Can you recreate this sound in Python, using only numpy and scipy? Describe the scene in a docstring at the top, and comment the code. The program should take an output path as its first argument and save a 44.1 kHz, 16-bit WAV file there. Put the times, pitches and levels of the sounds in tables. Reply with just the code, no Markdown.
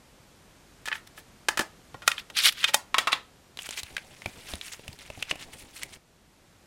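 """A quiet room, with a small microphone close to the hands.
A cassette is picked up and laid aside; its plastic case snaps open, the card insert slides out, and the case
is shut and clatters onto the desk. Then the folded insert is opened panel by panel, rubbing, snapping, flapping.
Knocks and snaps are cracks with clouds of modes, rubbing is many tiny slips, flaps are damped low sways;
noise makes the handling rumble, the room's echoes and the background hiss."""
import sys
import numpy as np
from scipy import signal
from scipy.fft import rfft, irfft
from scipy.io import wavfile
from scipy.ndimage import uniform_filter1d

SR = 44100
rng = np.random.default_rng(int(sys.argv[2]) if len(sys.argv) > 2 else 0)


def persist_wave(psi):
    """Save psi, clipped to +-1, as 16-bit WAV."""
    counts = np.round(np.clip(psi, -1, 1) * 32767).astype(np.int16)
    wavfile.write(sys.argv[1], SR, np.atleast_2d(counts).T)


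N = 293815
HZ = np.fft.rfftfreq(4096, 1 / SR)  # frequency grid of every colour filter

# Overall colour of hard plastic, close up: (frequency [Hz], gain [dB])
PLASTIC_COLOUR = [(60, -21), (400, -4), (1300, 4.5), (3200, 1.5), (5000, -2), (9000, -7.5), (16000, -21.5)]


def plastic_knocks(knocks, modes, room_db):
    """Each knock rings the modes of its body; returns the close sound and the part sent into the room."""
    direct, sent = np.zeros((2, N))
    hardness = dict(ring_db=7.5, rise_s=0.0014, crack=0.47)
    body, rings = read(PLASTIC_COLOUR, HZ), resonances(modes)
    for s, *blow in knocks:
        add(direct, s, strike(body + rings, *blow, **hardness))
        blended = strike(body + rings / 2, *blow, **hardness)  # in the room the resonances blend
        add(sent, s, gain_of(room_db) * blended)
    return direct, sent


# Knocks of the cassette, picked up and laid aside: (time [s], level over 10 ms [dB], bass [dB],
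# treble [dB], main ring [Hz], decay by 60 dB [s])
CASSETTE_KNOCKS = [(0.856, -35.5, -11, 8.5, 1940, .06), (0.875, -34.5, 6, 1, 1490, 0.025),
                   (0.8832, -30, -9, -2.5, 1860, 0.014), (0.9155, -28.5, -11.5, -32, 1800, 0.022),
                   (0.926, -26.5, -25, -20, 1820, 0.015), (0.9543, -37.5, -14, -15, 1790, 0.013),
                   (1.177, -43.5, 6, -6, 1800, 0.04), (1.485, -18, 3, 4, 1760, 0.026),
                   (1.573, -24.5, 2, 5, 1700, 0.045), (1.592, -21, 8, 4.5, 1700, 0.033),
                   (1.607, -27.5, 11, 7, 1720, .07)]
# Resonances of the cassette's body: (frequency [Hz])
CASSETTE_MODES = [330, 600, 880, 1270, 1720, 2520, 3050]


def cassette():
    """The cassette's thin walls ring at each knock."""
    return plastic_knocks(CASSETTE_KNOCKS, CASSETTE_MODES, room_db=-14)


# Clicks of the lid, opened and shut in the hands: (time [s], level over 10 ms [dB], bass [dB],
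# treble [dB], main ring [Hz], decay by 60 dB [s])
LID_CLICKS = [(1.9425, -39, 20, -4, 1065, 0.045), (2.02, -40.5, 3, -3, 1395, 0.094),
              (2.077, -13.5, -3.5, 6.5, 1277, 0.018), (2.116, -25.5, -27, -3.5, 2586, 0.011),
              (2.1799, -32.5, -24, -16.5, 3450, 0.016), (2.3, -42, 5, 3, 2745, .03),
              (2.629, -30, -12.5, -2.5, 3200, 0.036), (2.6408, -15.5, -18, -5, 3170, .028),
              (2.689, -30.5, 4.5, 1, 2370, 0.042), (2.743, -14.5, 3, 13, 876, 0.021)]
# Resonances of the lid: (frequency [Hz])
LID_MODES = [572, 871, 1404, 1900, 2500, 3150, 3605]


def lid():
    """The lid's thin walls ring at each click."""
    return plastic_knocks(LID_CLICKS, LID_MODES, room_db=-17)


# Bounces of the shut case on the desk: (time [s], level over 10 ms [dB], bass [dB],
# treble [dB], main ring [Hz], decay by 60 dB [s])
CASE_BOUNCES = [(2.943, -18.5, -3.5, -11.5, 1070, 0.023), (2.9823, -16.5, 2.5, 3, 3240, 0.036),
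                (3.0713, -19.5, 2.5, -6, 1210, 0.057), (3.128, -18, -0.5, -6.5, 3700, 0.034)]
# Resonances of the shut case: (frequency [Hz])
CASE_MODES = [1092, 1288, 1923, 2290, 2710, 3410, 3895]


def case_on_desk():
    """The shut case rings at each bounce."""
    return plastic_knocks(CASE_BOUNCES, CASE_MODES, room_db=-12)


# Sliding on plastic: the cassette is taken up, the lid pried and swung, the card drawn out over the rim,
# the lid closed over its catch, the case skids on the desk: (time of the fastest moment [s], rise [s],
# fall [s], level below the treble [dB], treble relative to it [dB])
SLIDES = [(0.87, 0.012, 0.018, -40.5, -13), (0.95, 0.037, 0.046, -48, -3),
          (1.074, 0.0053, 0.0084, -46.5, -3.5), (1.19, 0.028, 0.029, -51, -0.5),
          (2.074, 0.016, 0.093, -43, -5.5), (2.195, 0.038, 0.025, -40.5, -10.5),
          (2.385, 0.03, 0.078, -21.5, -13.5), (2.468, 0.045, 0.032, -17.5, -6.5),
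          (2.491, 0.014, 0.011, -20.5, -5.5), (2.525, 0.0053, 0.017, -37.5, -3.5),
          (2.61, 0.065, 0.049, -36.5, -12.5), (2.688, 0.017, 0.024, -28, -12.5),
          (2.742, 0.0087, 0.0092, -25.5, -7.5), (3.123, 0.0066, 0.014, -23, -18)]
# Colour of plastic under a sliding edge: (frequency [Hz], gain [dB])
SLIDE_COLOUR = [(150, -39.5), (850, -20), (1500, -6.5), (3300, 0), (6000, -6.5), (10500, -5.5),
                (16000, -17.5)]


def slides():
    """Surfaces scrape over plastic in sharp little slips; returns the close sound and the room's part."""
    level_db, treble_db = strokes(SLIDES)
    slide = friction(level_db, treble_db, read(SLIDE_COLOUR, HZ), slips_per_s=3500, smooth=0.35)
    return slide, gain_of(-25.5) * slide


# Snaps of the paper's edges and creases: (time [s], level over 10 ms [dB], bass [dB], treble [dB],
# main ring [Hz])
SNAPS = [(3.572, -40.5, 7, -5, 3860), (3.589, -34.5, -1, -14, 3120), (3.6203, -43, -2, 5, 2480),
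         (3.631, -45, -10, 4, 7400), (3.6896, -35.5, 14.5, 0.5, 3160), (3.7079, -36, -2, -8, 7140),
         (3.7748, -37, -5, -6, 2300), (3.832, -37, 4.5, 1.5, 3930), (3.9488, -56, -10, 4, 5800),
         (3.9662, -28.5, -23, -18, 1620), (3.979, -36, 0, -20, 2450), (4.219, -43, 6, -13, 2120),
         (4.259, -29, 15, -12.5, 2390), (4.5359, -34, 16.5, -7, 3700), (4.554, -42, -14, -6, 9500),
         (4.6118, -36, -15, -15, 3700), (4.794, -46, 27, -16, 2570), (4.879, -39, 6, -3.5, 2770),
         (4.929, -48.5, -3, -4, 4700), (4.989, -48.5, 2, 0, 3900), (5.101, -37, 22.5, -8, 2600),
         (5.175, -47.5, 28, 2, 790), (5.2249, -27.5, -3, -11.5, 2830), (5.3111, -23.5, 2.5, -18, 2710),
         (5.356, -42.5, 22, -5, 2690), (5.832, -32.5, -17, 0, 2160)]
# Colour of the snapping paper, close up: (frequency [Hz], gain [dB])
PAPER_COLOUR = [(60, -5), (350, -4.5), (750, 2), (1300, -1.5), (2300, 5.5), (4500, 3.5), (10000, 3),
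                (16000, -11)]


def paper_snaps():
    """A crease gives way with a sudden crack and a very short ring of the sheet."""
    out, body = np.zeros(N), read(PAPER_COLOUR, HZ)
    for s, *blow in SNAPS:
        add(out, s, strike(body, *blow, t60=0.018, ring_db=12.5, rise_s=0.00045, crack=0.61))
    return out


# Strokes of fingers and panels on paper: (time of the fastest moment [s], rise [s], fall [s],
# level below the treble [dB], treble relative to it [dB])
RUBS = [(3.6, 0.028, 0.045, -48, -3), (3.668, 0.037, 0.012, -39.5, -4), (3.735, 0.069, 0.022, -44.5, -8.5),
        (3.795, 0.047, 0.022, -35, -4.5), (3.88, 0.07, 0.051, -49.5, -8), (4.3, 0.24, 0.89, -54.5, -5.5),
        (4.505, 0.06, 0.074, -41.5, -7), (4.668, 0.081, 0.068, -44.5, -4),
        (4.722, 0.0079, 0.044, -41, -2.5), (5.03, 0.057, 0.011, -46, -13), (5.22, 0.18, .015, -51.5, -7),
        (5.309, 0.038, 0.026, -35.5, -12), (5.415, 0.044, 0.044, -42.5, -9.5),
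        (5.535, 0.019, 0.022, -46, -4), (5.595, 0.032, 0.06, -50.5, 1.5), (5.77, 0.051, 0.073, -49, 0.5),
        (5.826, 0.017, 0.018, -35, -18), (5.94, 0.035, 0.024, -46, -5)]
# Colour of rubbed paper: (frequency [Hz], gain [dB])
RUB_COLOUR = [(100, -25.5), (1500, -2.5), (2200, 2), (3300, 0.5), (4700, -2.5), (9500, -2.5),
              (16000, -16.5)]


def paper_rubs():
    """Fingers and panels rub in grainy slips, over a faint rustle of the held sheet between strokes."""
    rustle = gain_of(-59) * held()
    rustle_treble = gain_of(-5) * rustle
    level_db, treble_db = strokes(RUBS, rustle ** 2, rustle_treble ** 2)
    return friction(level_db, treble_db, read(RUB_COLOUR, HZ), slips_per_s=2200, smooth=.6)


# Low pushes from things that move: (time [s], level over the first 20 ms [dB], pitch [Hz])
THUMPS = [(1.594, -35, 227), (1.943, -47.5, 119), (3.831, -47, 68.6), (4.26, -36.5, 105),
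          (4.537, -37.5, 75.6), (4.885, -41.5, 81), (5.174, -44, 101), (5.315, -48, 146),
          (5.324, -42.5, 308)]


def thumps(t60=0.068):
    """Each push is one damped sway with a dull flutter on top."""
    out, t = np.zeros(N), np.arange(SR // 5) / SR
    for s, db, hz in THUMPS:
        flutter = evened(colour(rng.standard_normal(len(t)), 20 * above(hz) - 45 * above(4 * hz)))
        sway = np.sin(2 * np.pi * hz * t)
        push = (sway + 0.61 * flutter) * gain_of(-60 * t / t60)
        add(out, s, gain_of(db) * push / np.std(push[:SR // 50]))
    return out


def handling():
    """The held sheet rumbles softly while it is being moved."""
    rumble_colour = [(25, -10.0), (100, -11.5), (900, -20.0), (3000, -69.0)]  # (frequency [Hz], gain [dB])
    rumble = evened(colour(rng.standard_normal(N), read(rumble_colour, HZ)))
    return gain_of(-57.0 + 4.4 * waver(25)) * held() * rumble


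# Colour of the room's echoes: (frequency [Hz], gain [dB])
ROOM_COLOUR = [(100, 3), (1000, 2.5), (2500, -2.5), (14000, 2.5)]
# Decay of the room: (frequency [Hz], decay by 60 dB [s])
ROOM_T60 = [(900, 0.26), (3500, 0.23), (12000, 0.15)]


def room(x, build_s=0.0097):
    """A small room: dense echoes that build up quickly, each band dying at its own speed."""
    hz, t, z = signal.stft(rng.standard_normal(SR // 2), SR, nperseg=256)
    decay_db = -60 * t / read(ROOM_T60, hz)[:, None]
    z *= gain_of(read(ROOM_COLOUR, hz)[:, None] + decay_db)
    tail = signal.istft(z, SR, nperseg=256)[1]
    tail *= 1 - np.exp(-(np.arange(len(tail)) / SR / build_s) ** 2)
    return signal.oaconvolve(x, tail / np.linalg.norm(tail))[:N]


# Colour of the background, rumble to hiss: (frequency [Hz], relative level per Hz [dB])
HISS_COLOUR = [(15, -44.5), (25, -1.5), (157, -4.5), (700, -13), (1520, -17), (7710, -24), (14400, -32.5),
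               (16000, -69.5)]
# Its loudness through the scene: (time [s], level [dB])
HISS_LEVEL = [(0, -56.5), (2.1, -55), (6.0, -62), (6.66, -58)]


def hiss():
    """Background rumble and hiss, coloured noise; it sinks slowly until 6 s and then creeps back."""
    noise = evened(colour(rng.standard_normal(N), read(HISS_COLOUR, HZ)))
    return gain_of(follow(HISS_LEVEL)[0]) * noise


def strike(body, level_db, bass_db, treble_db, ring_hz, t60, ring_db, rise_s, crack):
    """A crack and a dense, quickly dying cloud of modes, with one broad resonance standing out."""
    t = np.arange(len(HZ) * 2) / SR
    cloud = rng.standard_normal(len(t)) * gain_of(-60 * t / t60) * (1 - np.exp(-t / rise_s))
    cloud /= np.linalg.norm(cloud)
    cloud[SR // 1000] += crack  # one sharp impulse, 1 ms in
    z = rfft(cloud)
    z /= np.sqrt(uniform_filter1d(abs(z) ** 2, size=50))  # the blow feeds all bands alike
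    fade_out = np.clip(2 - 2 * t / t[-1], 0, 1) ** 2
    cloud = irfft(z) * fade_out
    ring = ring_db / (1 + ((HZ / ring_hz - 1) / .14) ** 2)
    tone = bass_db * (1 - above(950)) + treble_db * above(4900)
    sound = colour(cloud, body + ring + tone)
    return gain_of(level_db) * sound * np.sqrt(SR / 100) / np.linalg.norm(sound)  # energy as over 10 ms


def resonances(modes):
    """Gain in dB, on the grid HZ, of thin plastic walls that ring at these frequencies."""
    height_db, width_hz, damping = 9, 10, .007  # half width at zero pitch, and its growth with pitch
    peaks = sum(1 / (1 + ((HZ - hz) / (width_hz + damping * hz)) ** 2) for hz in modes)
    return 10 * np.log10(1 + gain_of(height_db) ** 2 * peaks)


def friction(level_db, treble_db, body, slips_per_s, smooth):
    """Tiny slips of uneven size over a smooth hiss, coloured by the flexing surface."""
    slips = rng.choice([-1, 1], N) * (rng.random(N) < slips_per_s / SR)
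    slips = slips * gain_of(2.6 * np.minimum(rng.exponential(1, N), 3))
    unsteady = gain_of(1.2 * waver(90) + 1.3 * waver(700))
    drive = (evened(slips) + smooth * rng.standard_normal(N)) * unsteady
    sound = colour(flex(drive, depth_db=2.8), body)
    treble = signal.sosfiltfilt(signal.butter(2, 5500, "high", fs=SR, output="sos"), sound)
    return gain_of(level_db) * (evened(sound - treble) + gain_of(treble_db) * evened(treble))


def flex(x, depth_db):
    """As the grip shifts and the surface bends, its resonances come and go."""
    z = signal.stft(x, nperseg=256, noverlap=192)[2]
    patches = rng.standard_normal(z.shape)
    for _ in range(2):  # smoothed over frequency, then over time
        patches = uniform_filter1d(uniform_filter1d(patches, size=10, axis=0), size=5, axis=1)
    return signal.istft(z * gain_of(depth_db * evened(patches)), nperseg=256, noverlap=192)[1][:N]


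def strokes(rows, rest=1e-12, rest_treble=1e-12):
    """Each stroke speeds up and slows down, its power adding to a resting power; level and treble in dB."""
    drop_db, curve = 19, 1.37  # how far down one rise before or one fall after the peak; roundness
    t = np.arange(N) / SR
    for s, rise_s, fall_s, level_db, treble_db in rows:
        away = np.minimum(np.maximum((s - t) / rise_s, (t - s) / fall_s), 10)
        power = gain_of(level_db - drop_db * away ** curve) ** 2
        rest = rest + power
        rest_treble = rest_treble + power * gain_of(treble_db) ** 2
    return 10 * np.log10(rest), 10 * np.log10(rest_treble / rest)


def held():
    """1 while the sheet is kept moving in the hands, a thousandth before and after."""
    from_s, to_s, fade_s = 3.9, 5.975, 0.0038  # until the sheet is pulled flat
    t = np.arange(N) / SR
    return np.clip(np.minimum(t - from_s, to_s - t) / fade_s + .5, 1e-3, 1)


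def gain_of(db):
    """Decibels to amplitude."""
    return 10 ** (np.asarray(db) / 20)


def evened(x):
    """Scales to rms 1."""
    return x / np.sqrt(np.mean(x ** 2) + 1e-20)


def read(points, hz):
    """Reads a spectrum on a log-frequency axis."""
    f, value = np.transpose(points)
    return np.interp(np.log(hz + 1), np.log(f), value)


def follow(rows):
    """The columns of a curve, sample by sample."""
    s, *columns = np.transpose(rows)
    return [np.interp(np.arange(N) / SR, s, c) for c in columns]


def add(mix, s, sound):
    """Mixes a sound in at time s."""
    part = mix[round(s * SR):][:len(sound)]
    part += sound[:len(part)]


def colour(x, db):
    """Causal, minimum-phase filter with the gain db on the grid HZ."""
    log_gain = np.log(gain_of(np.r_[db, db[-2:0:-1]]))
    taps = np.fft.ifft(np.exp(np.conj(signal.hilbert(log_gain)))).real
    return signal.oaconvolve(x, taps)[:len(x)]


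def above(edge_hz):
    """Smooth step on the grid HZ, from 0 below the edge to 1 above it."""
    return 1 - 1 / (1 + (HZ / edge_hz) ** 4)


def waver(per_s):
    """Random drift of rms 1: noise averaged twice over 1 / per_s seconds."""
    size = max(int(SR / per_s), 1)
    return evened(uniform_filter1d(uniform_filter1d(rng.standard_normal(N), size), size))


def scene():
    """Plastic and paper close to the microphone, the room behind them."""
    plastic, sent = np.sum([cassette(), lid(), case_on_desk(), slides()], axis=0)
    paper = paper_rubs() + paper_snaps()
    echoes = room(sent + gain_of(-18) * paper)
    return (plastic + paper + thumps() + handling() + echoes + hiss())[None]


def record(dry):
    """Full-scale limit, then the band limit at 16.1 kHz."""
    low_pass = signal.firwin(255, 16100, window=("kaiser", 8), fs=SR)
    return signal.oaconvolve(np.clip(dry, -1, 1), low_pass[None], "same")


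dry = scene()
out = record(dry)
persist_wave(out)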